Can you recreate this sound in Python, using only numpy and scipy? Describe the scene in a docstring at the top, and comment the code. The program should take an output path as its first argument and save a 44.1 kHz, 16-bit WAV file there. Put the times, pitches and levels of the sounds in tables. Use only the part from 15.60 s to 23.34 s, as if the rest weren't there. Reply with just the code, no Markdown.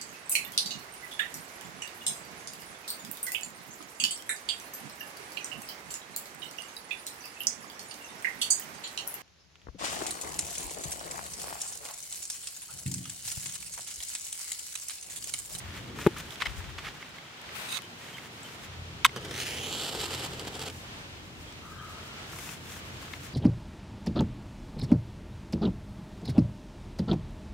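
"""Outdoors: a far motor hums over low rumble, wind buffeting and leaf hiss while cloth and grass rustle.
Hands tap a matchbox, knock, push its tray shut and strike a match, whose head flares and sputters.
Far off one bird cheeps and a hoarse one calls once. Filtered noise makes air, friction, gas and the call;
decaying modes make the taps and knocks; noise-modulated sines make the cheeps; delays make the echoes."""
import sys
import numpy as np
from scipy import signal
from scipy.fft import rfft, irfft, next_fast_len
from scipy.io import wavfile
from scipy.ndimage import uniform_filter1d, map_coordinates

SR = 44100
rng = np.random.default_rng(int(sys.argv[2]) if len(sys.argv) > 2 else 0)


def pcm_store(signal):
    """Save signal as 16-bit PCM."""
    levels = np.round(np.clip(np.atleast_2d(signal), -1, 1) * 32767)
    wavfile.write(sys.argv[1], SR, levels.astype(np.int16).T)


N = 341201


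def amp(db):
    """Level law: decibels to amplitude gain."""
    return 10 ** (np.asarray(db) / 20)


def rms_one(x):
    """Power normalisation: scale to rms 1."""
    return x / np.sqrt(np.mean(x ** 2) + 1e-20)


def in_time(rows):
    """Linear interpolation: table columns as curves, and a smoothed gate open inside the table."""
    t = np.arange(N) / SR
    s, *columns = np.transpose(rows)
    curves = [np.interp(t, s, column) for column in columns]
    inside = (t >= s[0]) & (t <= s[-1])
    return curves, uniform_filter1d(inside * 1., size=130)


def at_hz(points, hz):
    """Spectral interpolation on a log-frequency axis."""
    table_hz, value = np.array(points)[:, 0], np.array(points)[:, 1]
    return np.interp(np.log(hz), np.log(table_hz), value)


def bin_frequencies(size):
    """Fourier bins: their frequencies in Hz, kept above zero for the log axis."""
    return np.maximum(np.arange(size // 2 + 1) * SR / size, 1)


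def coloured(x, spectrum):
    """Linear filtering: give white input a spectrum; rms 1."""
    size = next_fast_len(N)
    gain = amp(at_hz(spectrum, bin_frequencies(size)))
    return rms_one(irfft(rfft(x, size) * gain, size)[..., :N])


def drift(corner_hz):
    """Low-passed noise: a slow random curve of spread 1, from two equal poles."""
    r = np.exp(-20 * np.pi * corner_hz / SR)      # runs at a tenth of the sample rate
    noise = rng.standard_normal(N // 10 + 4002)
    slow = signal.lfilter([1], [1, -2 * r, r * r], noise)[4000:]
    return np.interp(np.arange(N) / 10, np.arange(len(slow)), rms_one(slow - slow.mean()))


def grains(spread_db):
    """Impulsive noise: dense random clicks whose sizes have a long tail."""
    return rng.standard_normal(N) * amp(spread_db * np.minimum(rng.exponential(1, N), 5))


def resonances(x, peaks):
    """Parallel resonators of (frequency [Hz], width [Hz], level [dB]), alternating in sign; rms 1."""
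    out = 0
    for k, (hz, width_hz, level_db) in enumerate(peaks):
        r = np.exp(-np.pi * width_hz / SR)
        poles = [1, -2 * r * np.cos(2 * np.pi * hz / SR), r * r]
        ringing = rms_one(signal.lfilter([1, 0, -1], poles, x))
        out = out + (-1) ** k * amp(level_db) * ringing
    return rms_one(out)


def panned(x, pan_db):
    """Interchannel level difference: mono to left and right."""
    return x * amp(np.array([pan_db / 2, -pan_db / 2]).reshape(2, -1))


def modes(table, length_s):
    """Modal decay: one exponentially damped sine a row."""
    hz, level_db, t60 = np.array(table).T[:, :, None]
    t = np.arange(int(length_s * SR)) / SR
    return amp(level_db - 60 * t / t60) * np.sin(2 * np.pi * hz * t)


def add(out, s, piece):
    """Superposition: mix a piece in at a time."""
    i = round(s * SR)
    out[..., i:i + piece.shape[-1]] += piece[..., :N - i]


def swell(start_s, length_s, rise_s, fall_s):
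    """Amplitude envelope of height 1: linear rise, hold, exponential fall."""
    t = np.arange(int((length_s + 8 * fall_s) * SR)) / SR
    out = np.zeros(N)
    add(out, start_s, np.minimum(t / rise_s, 1) * np.exp(-np.maximum(t - length_s, 0) / fall_s))
    return out


def open_air():
    """Partial coherence: rumble and leaf hiss are alike in both channels only in the bass; a motor hums in bands."""
    # background: (time [s], rumble level [dB], motor level [dB])
    air = [(0.0, -54, -45.5), (0.4, -42, -55), (0.7, -50, -49), (0.74, -54, -69), (0.95, -51, -47.5),
           (1.32, -51.5, -61), (1.45, -54.5, -82), (1.8, -57.5, -82), (1.92, -53, -58), (2.33, -52.5, -72),
           (3.03, -50.5, -64), (3.09, -52, -50.5), (3.3, -51.5, -49.5), (3.82, -49.5, -50.5),
           (4.81, -49, -47.5), (5.3, -50.5, -51.5), (6.0, -51, -54.5), (7.3, -49, -49.5),
           (7.74, -49.5, -50)]
    # noise colours: (frequency [Hz], relative density [dB])
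    rumble_spectrum = [(15, -48), (30, -28), (123, 0), (340, -5.5), (525, -12.5), (667, -17.5), (719, -55),
                       (900, -15), (1170, -57), (1980, -120)]
    leaf_spectrum = [(240, -25), (400, -8), (528, -9), (676, -5.5), (1230, -6), (1290, -5.5), (2430, -6.5),
                     (3120, -6.5), (7280, -18), (12300, -31), (16000, -28)]
    # left-right coherence, negative for opposite phase: (frequency [Hz], correlation [-1 to 1])
    likeness = [(60, 1), (180, 0.83), (550, 0.64), (1650, -0.4), (4970, -0.2), (15000, -0.034)]
    # motor lines: (frequency [Hz], width [Hz], relative level [dB])
    motor_lines = [(41, 8, -42.5), (86.9, 2.2, 3.5), (128.2, 8.7, 2), (168.4, 6.3, -6)]

    (rumble_db, hum_db), _ = in_time(air)
    size = next_fast_len(N)
    alike = np.clip(at_hz(likeness, bin_frequencies(size)), -1, 1)
    mid, side = rfft(rng.standard_normal((2, 2, size)))

    def stereo(middle, difference):
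        spectrum = np.sqrt(1 + alike) * middle + np.sqrt(1 - alike) * difference * [[1], [-1]]
        return irfft(spectrum, size)[:, :N]
    rumble = coloured(stereo(mid[0], side[0]), rumble_spectrum)
    leaves = coloured(stereo(mid[1], side[1]), leaf_spectrum)
    hum = resonances(rng.standard_normal(N), motor_lines)
    leaves_level = amp(-47 + 1.58 * drift(1.5))
    hum_level = amp(hum_db - 0.1 * drift(2.7))
    return amp(rumble_db) * rumble + leaves_level * leaves + hum_level * hum


def wind():
    """Turbulent pressure on the microphone: lumpy low noise, partly independent at each port."""
    # wind: (time [s], mean level [dB], left minus right [dB])
    puffs = [(0.0, -50, 17), (0.3, -54, 4), (0.69, -57, 2), (0.78, -66, 16), (0.93, -48.5, 28),
             (1.27, -62.5, 24), (1.49, -69, 1.5), (1.75, -82, 0.5), (1.87, -63, 0.5), (2.22, -82, -0.5),
             (2.82, -74, -2), (3.17, -54.5, 5), (4.2, -60, 5), (7.74, -55.5, 4)]
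    gust_spread_db = 1.8
    (level_db, pan_db), _ = in_time(puffs)
    common, own = rng.standard_normal(N), rng.standard_normal((2, N))
    low_band = signal.butter(3, [44, 80], "band", fs=SR, output="sos")
    lows = signal.sosfilt(low_band, common + 0.51 * own)
    return rms_one(lows) * panned(amp(level_db + gust_spread_db * drift(1.7)), pan_db)


def rustle():
    """Granular friction: a bright swish, different in each channel, and a duller centred rustle."""
    # restless hands and cloth: (time [s], bright swish level [dB], dull rustle level [dB])
    fidget = [(0.0, -59, -53), (0.3, -58.5, -49.5), (0.7, -55.5, -51), (1.0, -57.5, -49.5),
              (1.4, -63.5, -53.5), (1.9, -71, -56), (2.25, -64, -63), (3.05, -56.5, -52.5),
              (3.11, -86, -61), (3.5, -76, -69), (5.1, -57, -54), (5.25, -64, -83), (5.92, -64, -82),
              (6.1, -62, -82), (6.6, -62.5, -59.5), (7.05, -54.5, -55.5), (7.74, -60, -59)]
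    # rustle bursts, mostly rubs of cloth, skin and grass; at 0.706 s the rustle rises suddenly: # (start [s],
    # rise [s], length [s], bright swish level [dB], dull rustle level [dB], left minus right [dB])
    rustle_bursts = [(0.345, 0.05, 0.12, -53, -53, 2.5), (0.55, .035, 0.056, -56, -54, 1.5),
                     (0.706, 0.0033, 0.042, -53, -53.5, 1), (0.801, .004, 0.028, -62, -38, -8),
                     (0.851, 0.0045, 0.014, -61, -38, 7), (0.955, .035, 0.034, -47, -50, -1.5),
                     (1.179, .003, 0.0076, -64, -37, -1.5), (1.233, 0.022, 0.055, -60, -43.5, -1.5),
                     (1.395, 0.018, 0.034, -68, -56, -0.5), (1.857, .03, .045, -73, -63, 0),
                     (2.406, 0.022, 0.13, -62.5, -52, -2), (2.555, 0.014, 0.12, -59, -52.5, -2.5),
                     (6.42, .06, 0.061, -60, -71, -1), (6.668, 0.088, 0.27, -49.5, -52.5, 4),
                     (7.07, 0.034, 0.13, -62, -61, 11), (7.413, 0.032, 0.17, -66, -62, 10),
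                     (7.594, 0.087, 0.079, -52, -53.5, 6)]
    # swish colour: (frequency [Hz], relative density [dB])
    swish_spectrum = [(2060, -33), (3500, -20), (5290, 6), (7090, 7.5), (10100, 2.5), (13800, 0.5),
                      (16000, 0.5)]
    burst_fall_s = 0.0068

    (bright_db, dull_db), _ = in_time(fidget)
    restless = amp(3.2 * drift(8.5))
    bright, low = np.ones((2, 2, 1)) * restless * amp([[bright_db], [dull_db]])
    for start_s, rise_s, length_s, burst_bright_db, burst_dull_db, pan_db in rustle_bursts:
        burst = panned(swell(start_s, length_s, rise_s, burst_fall_s), pan_db)
        bright = bright + amp(burst_bright_db) * burst
        low = low + amp(burst_dull_db) * burst
    swish = coloured(np.array([grains(1.9), grains(1.2)]), swish_spectrum)
    dull = resonances(grains(4.9), [(1310, 1360, -1.5), (2560, 850, 1.5), (3010, 1100, -1.0)])
    dull = signal.sosfilt(signal.butter(2, 6500, fs=SR, output="sos"), dull)
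    return amp(1.2 * drift(38)) * (bright * swish + low * dull)


def box_hits(events, rattle_s, focus_octaves):
    """Modal excitation: contact rattles ring the box modes, loudest near each hit's pitch, with a bright crack."""
    # matchbox and sticks: (frequency [Hz], relative level [dB], 60 dB decay time [s])
    box_modes = [(1090, -2, 0.03), (1335, 6, 0.0074), (1570, -6, 0.0057), (2145, 1.5, 0.013),
                 (2580, 0.5, 0.0092), (3100, 2.5, 0.0095), (3510, 7, 0.0091), (3800, 0, 0.017),
                 (4640, 6.5, 0.0053), (5250, 0, 0.011), (6100, 8, 0.0057), (7880, 14.5, 0.01),
                 (10200, -25, 0.007)]
    out, rings, mode_hz = np.zeros((2, N)), modes(box_modes, .06), np.array(box_modes)[:, 0]
    thin = signal.butter(8, 940, "high", fs=SR, output="sos")      # a small box radiates no bass
    bright = signal.butter(2, [4300, 13000], "band", fs=SR, output="sos")
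    chance = rng.standard_normal((len(events), 2, 900))
    fall = np.exp(-np.arange(900) / (rattle_s * SR))
    for (s, peak_db, hz, crack_db, pan_db), (contacts, luck) in zip(events, chance):
        rattle = fall * contacts * np.abs(contacts)
        rattle[0] += 6.0      # first contact is the firmest
        distance = np.abs(np.log2(mode_hz / hz)) / focus_octaves
        share = amp(-6.0 * distance + 1.5 * luck[:len(box_modes)])
        hit = signal.sosfilt(thin, signal.fftconvolve(share @ rings, rattle))
        right_rattle = 0.11 * rattle + fall * luck * np.abs(luck)      # mostly its own noise
        crack = signal.sosfilt(bright, fall * [rattle, right_rattle])
        add(out, s, panned(amp(peak_db) * hit / np.abs(hit).max(), pan_db))
        add(out, s, panned(amp(crack_db) * crack / np.abs(crack).max(), pan_db))
    return out


def taps():
    """Impact excitation: taps on the box and small ticks."""
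    # (time [s], peak before panning [dB], loudest mode [Hz], crack peak before panning [dB], left minus right [dB])
    tap_events = [(0.3875, -32, 1400, -32, 6), (0.4645, -18.5, 1490, -35, 14),
                  (0.4695, -26, 2600, -20.5, 1), (0.561, -32.5, 1260, -42, 6), (0.584, -40, 1600, -26.5, 2),
                  (0.706, -34, 3700, -36, -8), (0.722, -36, 3580, -42, -6), (0.7572, -34, 3430, -40, -4),
                  (0.8045, -35, 2600, -43, -7), (0.813, -35, 2400, -48, -18), (0.8205, -17, 1950, -47, 8),
                  (0.8245, -31, 4700, -46, -1), (0.859, -20.5, 2190, -42, 5),
                  (0.8672, -24.5, 2400, -45, -11), (1.0036, -36, 1410, -47, 4),
                  (1.1843, -41, 1970, -49, -11), (1.248, -47, 1400, -47, 0), (1.268, -34, 1750, -49, -16),
                  (1.28, -38, 1300, -47, 4), (1.426, -32.5, 1940, -47, -5), (1.492, -58, 7800, -41, -1.5),
                  (1.508, -44, 4000, -52, 2), (1.5843, -35, 2400, -48, -5), (1.8164, -42, 3040, -35, 4),
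                  (1.891, -35.5, 2520, -49, -7), (2.17, -27, 3670, -33, -13), (2.1884, -31, 2080, -29, 0),
                  (2.22, -39, 3210, -35.5, 8), (2.582, -32.5, 2110, -47, -7), (2.832, -36, 7800, -40, 3),
                  (3.493, -34, 2260, -50, -1.5), (5.924, -38, 5070, -47, 3), (6.731, -32, 1400, -44, 0.5),
                  (6.76, -39.5, 1070, -50, 2), (6.787, -33, 1910, -32, 1), (6.89, -32, 2500, -40, 9),
                  (7.068, -41, 3500, -48, 0), (7.37, -35, 3000, -48, -4), (7.425, -40.5, 1200, -52, 6),
                  (7.48, -38, 1900, -52, 4), (7.535, -27, 2200, -49, 8), (7.667, -46, 2020, -36, -1)]
    return box_hits(tap_events, rattle_s=0.0036, focus_octaves=0.23)


def knock():
    """Damped modal resonance: soft contacts ring a hollow body in a dull triple knock near the microphone."""
    # contacts: (time [s], level [dB])
    contacts = [(.4630, -22), (.4646, -6), (.4697, -4)]
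    # hollow body: (frequency [Hz], relative level [dB], 60 dB decay time [s])
    hollow_modes = [(175, -2, 0.016), (342, -9, 0.065), (398, -1, 0.022), (848, -14, 0.039),
                    (1330, -11, 0.0037), (2440, -25, 0.012)]
    out, body = np.zeros(N), modes(hollow_modes, .12).sum(axis=0)
    soft_contact = np.hanning(9) / 4
    for s, level_db in contacts:
        add(out, s, amp(level_db) * np.convolve(body / np.abs(body).max(), soft_contact))
    no_rumble = signal.butter(2, 90, "high", fs=SR, output="sos")
    return panned(signal.sosfilt(no_rumble, out), 2.7)


def tray():
    """Friction-driven resonance: card drags on card, the tightening sleeve squeaks in narrow bands, then stops."""
    # tray sliding into the sleeve: (time [s], level [dB], squeak gain [ratio], left minus right [dB])
    slide = [(1.92, -55, 0.3, 2), (1.96, -40.5, 0.23, 9), (2.0, -38.5, 0.38, 7), (2.05, -39.5, 0.27, 3),
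             (2.085, -42, 0.8, 1), (2.12, -37.5, 1.2, 1), (2.178, -36.5, 1.33, -11.5),
             (2.185, -49, 0.9, -10)]
    # card colour: (frequency [Hz], relative density [dB])
    card_spectrum = [(290, -43), (500, -13), (1380, -0.5), (1720, -2), (2500, 0.5), (2850, -3.5),
                     (3860, -5), (5160, -10), (9220, -11.5), (16000, -14)]
    # sleeve resonances: (frequency [Hz], width [Hz], relative left level [dB], relative right level [dB])
    squeak_bands = np.array([(1900, 260, -9, -24), (2600, 140, 5, -19), (3770, 150, -24, 22),
                             (4800, 440, -2, 7), (6300, 530, -10, 12.5), (8900, 1200, 8, -17)])
    (level_db, squeak, pan_db), gate = in_time(slide)
    drag = grains(2.2)
    own = coloured(rng.standard_normal((2, N)), card_spectrum)     # differs in each channel
    sleeve = np.array([resonances(drag, squeak_bands[:, [0, 1, column]]) for column in (2, 3)])
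    sound = 0.17 * coloured(drag, card_spectrum) + 0.7 * own + np.clip(squeak, 0, 3) * sleeve
    return panned(gate * amp(level_db + 1.2 * drift(60)), pan_db) * sound


def cheeps():
    """Amplitude and phase modulation: a far bird's short thin notes, blurred by distance."""
    # notes: (start [s], relative level [dB], frequency [Hz])
    notes = [(2.22, -49.5, 3050), (2.535, -48.5, 3150), (2.839, -52, 3090), (5.28, -60, 3120),
             (5.575, -62, 3170), (5.865, -57, 3240), (6.18, -54, 3150), (6.48, -62, 3120)]
    hold_s, rise_s, tail_s, blur_hz = 0.024, .01, 0.017, 130
    turns = 2 * np.pi * np.arange(N) / SR
    blur = drift(blur_hz) + 1j * (0.92 + drift(blur_hz))
    out = 0
    for s, level_db, hz in notes:
        note = np.real(blur * np.exp(1j * hz * turns))
        out = out + amp(level_db) * swell(s, hold_s, rise_s, tail_s) * note
    return out


def strike():
    """Repeated impact: the match head skips along the striking strip."""
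    # (time [s], peak before panning [dB], loudest mode [Hz], crack peak before panning [dB], left minus right [dB])
    skips = [(3.4469, -3, 1870, -14, -5), (3.4504, 0.5, 1470, -3.5, -1.5), (3.4535, -9.5, 1660, -12, -1),
             (3.4575, -14.5, 2280, -13, 12), (3.4620, -13, 3060, -30, 0)]
    return box_hits(skips, rattle_s=.0012, focus_octaves=0.5)


def flare():
    """Monopole bursts: gas pockets of one sign make a fluttering hiss and low roar, combed by close echoes."""
    # the head catches, burns fiercely, then sputters: (time [s], hiss level [dB], roar level [dB])
    burn = [(3.5, -66, -84), (3.55, -58.5, -46), (3.68, -54, -47.5), (3.8, -36.5, -48.5), (3.97, -41, -46),
            (4.27, -37.5, -45), (4.34, -44, -46.5), (4.49, -43, -46), (4.66, -41, -44.5),
            (4.675, -51, -49.5), (4.9, -56.5, -50.5), (5.1, -55.5, -50), (5.13, -72, -70)]
    # surges of gas on top of the burn: (start [s], length [s], hiss lift [dB])
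    surges = [(3.559, 0.021, 12), (3.606, 0.044, 2.5), (3.643, 0.013, 14), (3.708, .012, -1),
              (4.34, 0.02, 4.5), (4.385, 0.08, 6.5), (4.506, 0.053, 4), (4.633, 0.031, 4),
              (4.797, 0.022, 7.5), (4.862, 0.025, 12.5), (4.917, 0.062, 8.5), (4.99, 0.049, 14),
              (5.041, .045, 10.5)]
    # spits: (time [s], reference level of pop and puff [dB], low thump level [dB])
    spits = [(3.562, -20, -33), (3.649, -24, -47), (3.711, -24, -40), (3.74, -24, -46), (3.779, -26, -45),
             (3.839, -34, -53), (4.35, -23, -41), (4.368, -27, -48), (4.434, -25, -36), (4.733, -25, -50),
             (4.796, -18, -46), (4.85, -28, -50), (4.872, -30, -48), (4.952, -22, -45), (4.994, -19, -50),
             (5.016, -20, -45), (5.063, -26, -48), (5.084, -25, -46), (5.1, -23, -52)]
    # hiss colour: (frequency [Hz], relative density [dB])
    hiss_spectrum = [(290, -42), (500, -54.5), (1260, 4.5), (3250, 3), (7860, -2), (9630, -3.5),
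                     (16000, -8)]
    # roar bands: (frequency [Hz], width [Hz], relative level [dB])
    roar_bands = [(340, 290, -1), (478, 155, 0), (800, 250, -7)]
    # ground echo as the flame sinks: (time [s], delay [ms], gain [ratio])
    ground = [(3.5, 0.69, .6), (3.85, 0.41, 0.39), (3.98, 0.35, 0.5), (4.1, 0.25, 0.57), (4.25, 0.22, 0.55),
              (4.55, 0.23, 0.27), (5.2, 0.25, 0.2)]
    # palm echo, heard on the right: (time [s], delay [ms], phase turn [rad], gain [ratio])
    palm = [(3.5, .31, -1.9, .5), (3.85, .31, -1.2, .7), (4.0, .305, -.2, .9), (4.27, .312, 2.1, .9),
            (4.6, .312, 2.1, .9), (4.9, .35, 3.9, .9), (5.2, .35, 3.9, .9)]
    # band favoured by the right port: (frequency [Hz], width [Hz], relative level [dB])
    right_port = [(3010, 480, 0)]
    surge_rise_s, surge_fall_s, roar_follows = 0.015, 0.002, 0.36
    thump_fall_s, puff_fall_s = 0.0067, .004

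    (hiss_db, roar_db), gate = in_time(burn)
    lift_db = sum(db * swell(s, length_s, surge_rise_s, surge_fall_s) for s, length_s, db in surges)
    puffs, pops, thumps = np.zeros((3, N))
    for s, spit_db, thump_db in spits:
        add(thumps, s, amp(thump_db) * np.exp(-np.arange(2500) / (thump_fall_s * SR)))
        add(puffs, s, amp(spit_db - 20.5) * np.exp(-np.arange(1500) / (puff_fall_s * SR)))
        add(pops, s, -amp(spit_db - 1.0) * np.hanning(5))
    flutter = amp(1.75 * drift(60))
    bursts = -np.abs(grains(3.15))
    bursts = bursts - bursts.mean()
    hiss_level = gate * flutter * amp(hiss_db + lift_db) + puffs
    roar_level = gate * flutter * amp(roar_db + roar_follows * lift_db) + thumps
    jet = coloured(bursts, hiss_spectrum) * hiss_level + pops
    flame = jet + resonances(bursts, roar_bands) * roar_level
    (ground_ms, ground_share), _ = in_time(ground)
    (palm_ms, turn, palm_share), _ = in_time(palm)

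    def late(x, ms):
        return map_coordinates(x, [np.arange(N) - ms * SR / 1000], order=3)
    dull = signal.lfilter(*signal.butter(1, 7500, fs=SR), flame)     # grass returns little treble
    left = flame + ground_share * late(dull, ground_ms)
    sharp = signal.filtfilt(*signal.butter(2, 4200, "high", fs=SR), left)     # a hand reflects only short waves
    turned = np.real(signal.hilbert(sharp, next_fast_len(N))[:N] * np.exp(1j * turn))
    port = 0.65 * np.std(left) * resonances(left, right_port)
    right = left + palm_share * late(turned, palm_ms) + port
    # independent treble hiss follows the jet and widens the flare, mostly on the left
    own_hiss = coloured(rng.standard_normal((2, N)), hiss_spectrum) * uniform_filter1d(np.abs(jet), size=90)
    own_hiss = signal.lfilter(*signal.butter(2, 3500, "high", fs=SR), own_hiss)
    # the left port faces away
    shaded = signal.lfilter(*signal.butter(2, 9300, fs=SR), left + amp(4.0) * own_hiss[0])
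    return np.array([shaded, amp(-0.8) * right + amp(-9.0) * own_hiss[1]])


def bird():
    """Formant bands of noise: a far hoarse call climbs slowly; effort opens a band above, a faint one sits high."""
    start_s, hold_s, level_db, fade_db_per_s = 6.01, 0.64, -53.5, 5.5
    peak_s, swell_s, swell_db = 6.22, 0.13, 5.5      # strongest here
    reference_hz, rise_hz_per_s = 1243, 180          # the bands lie at ratios of this pitch
    t = np.arange(N) / SR - start_s
    turns = 2 * np.pi * np.cumsum(reference_hz + rise_hz_per_s * t) / SR
    effort = np.exp(-((t + start_s - peak_s) / swell_s) ** 2)

    def band(ratio, width_hz):
        return drift(width_hz) * np.sin(ratio * turns) + drift(width_hz) * np.cos(ratio * turns)
    hoarse = band(0.99, 103) + 0.52 * effort * band(1.24, 70) + .12 * band(3.0, 250)
    level = swell(start_s, hold_s, .03, .015) * amp(level_db - fade_db_per_s * t + swell_db * effort)
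    return panned(level * hoarse, 5.2)


def scene():
    """Superposition: all sources add at the two microphone ports."""
    background = open_air() + wind() + rustle()
    matchbox = taps() + knock() + tray() + strike()
    return background + matchbox + cheeps() + flare() + bird()


def record(dry):
    """Saturation and band limiting: the highest peaks are rounded, then the top is cut."""
    dry = dry / (1 + np.abs(dry / .95) ** 6) ** (1 / 6)
    stopband_hz = 16377      # 70 dB down from here up
    return signal.sosfilt(signal.cheby2(16, 70, stopband_hz, fs=SR, output="sos"), dry)


dry = scene()
out = record(dry)
pcm_store(out)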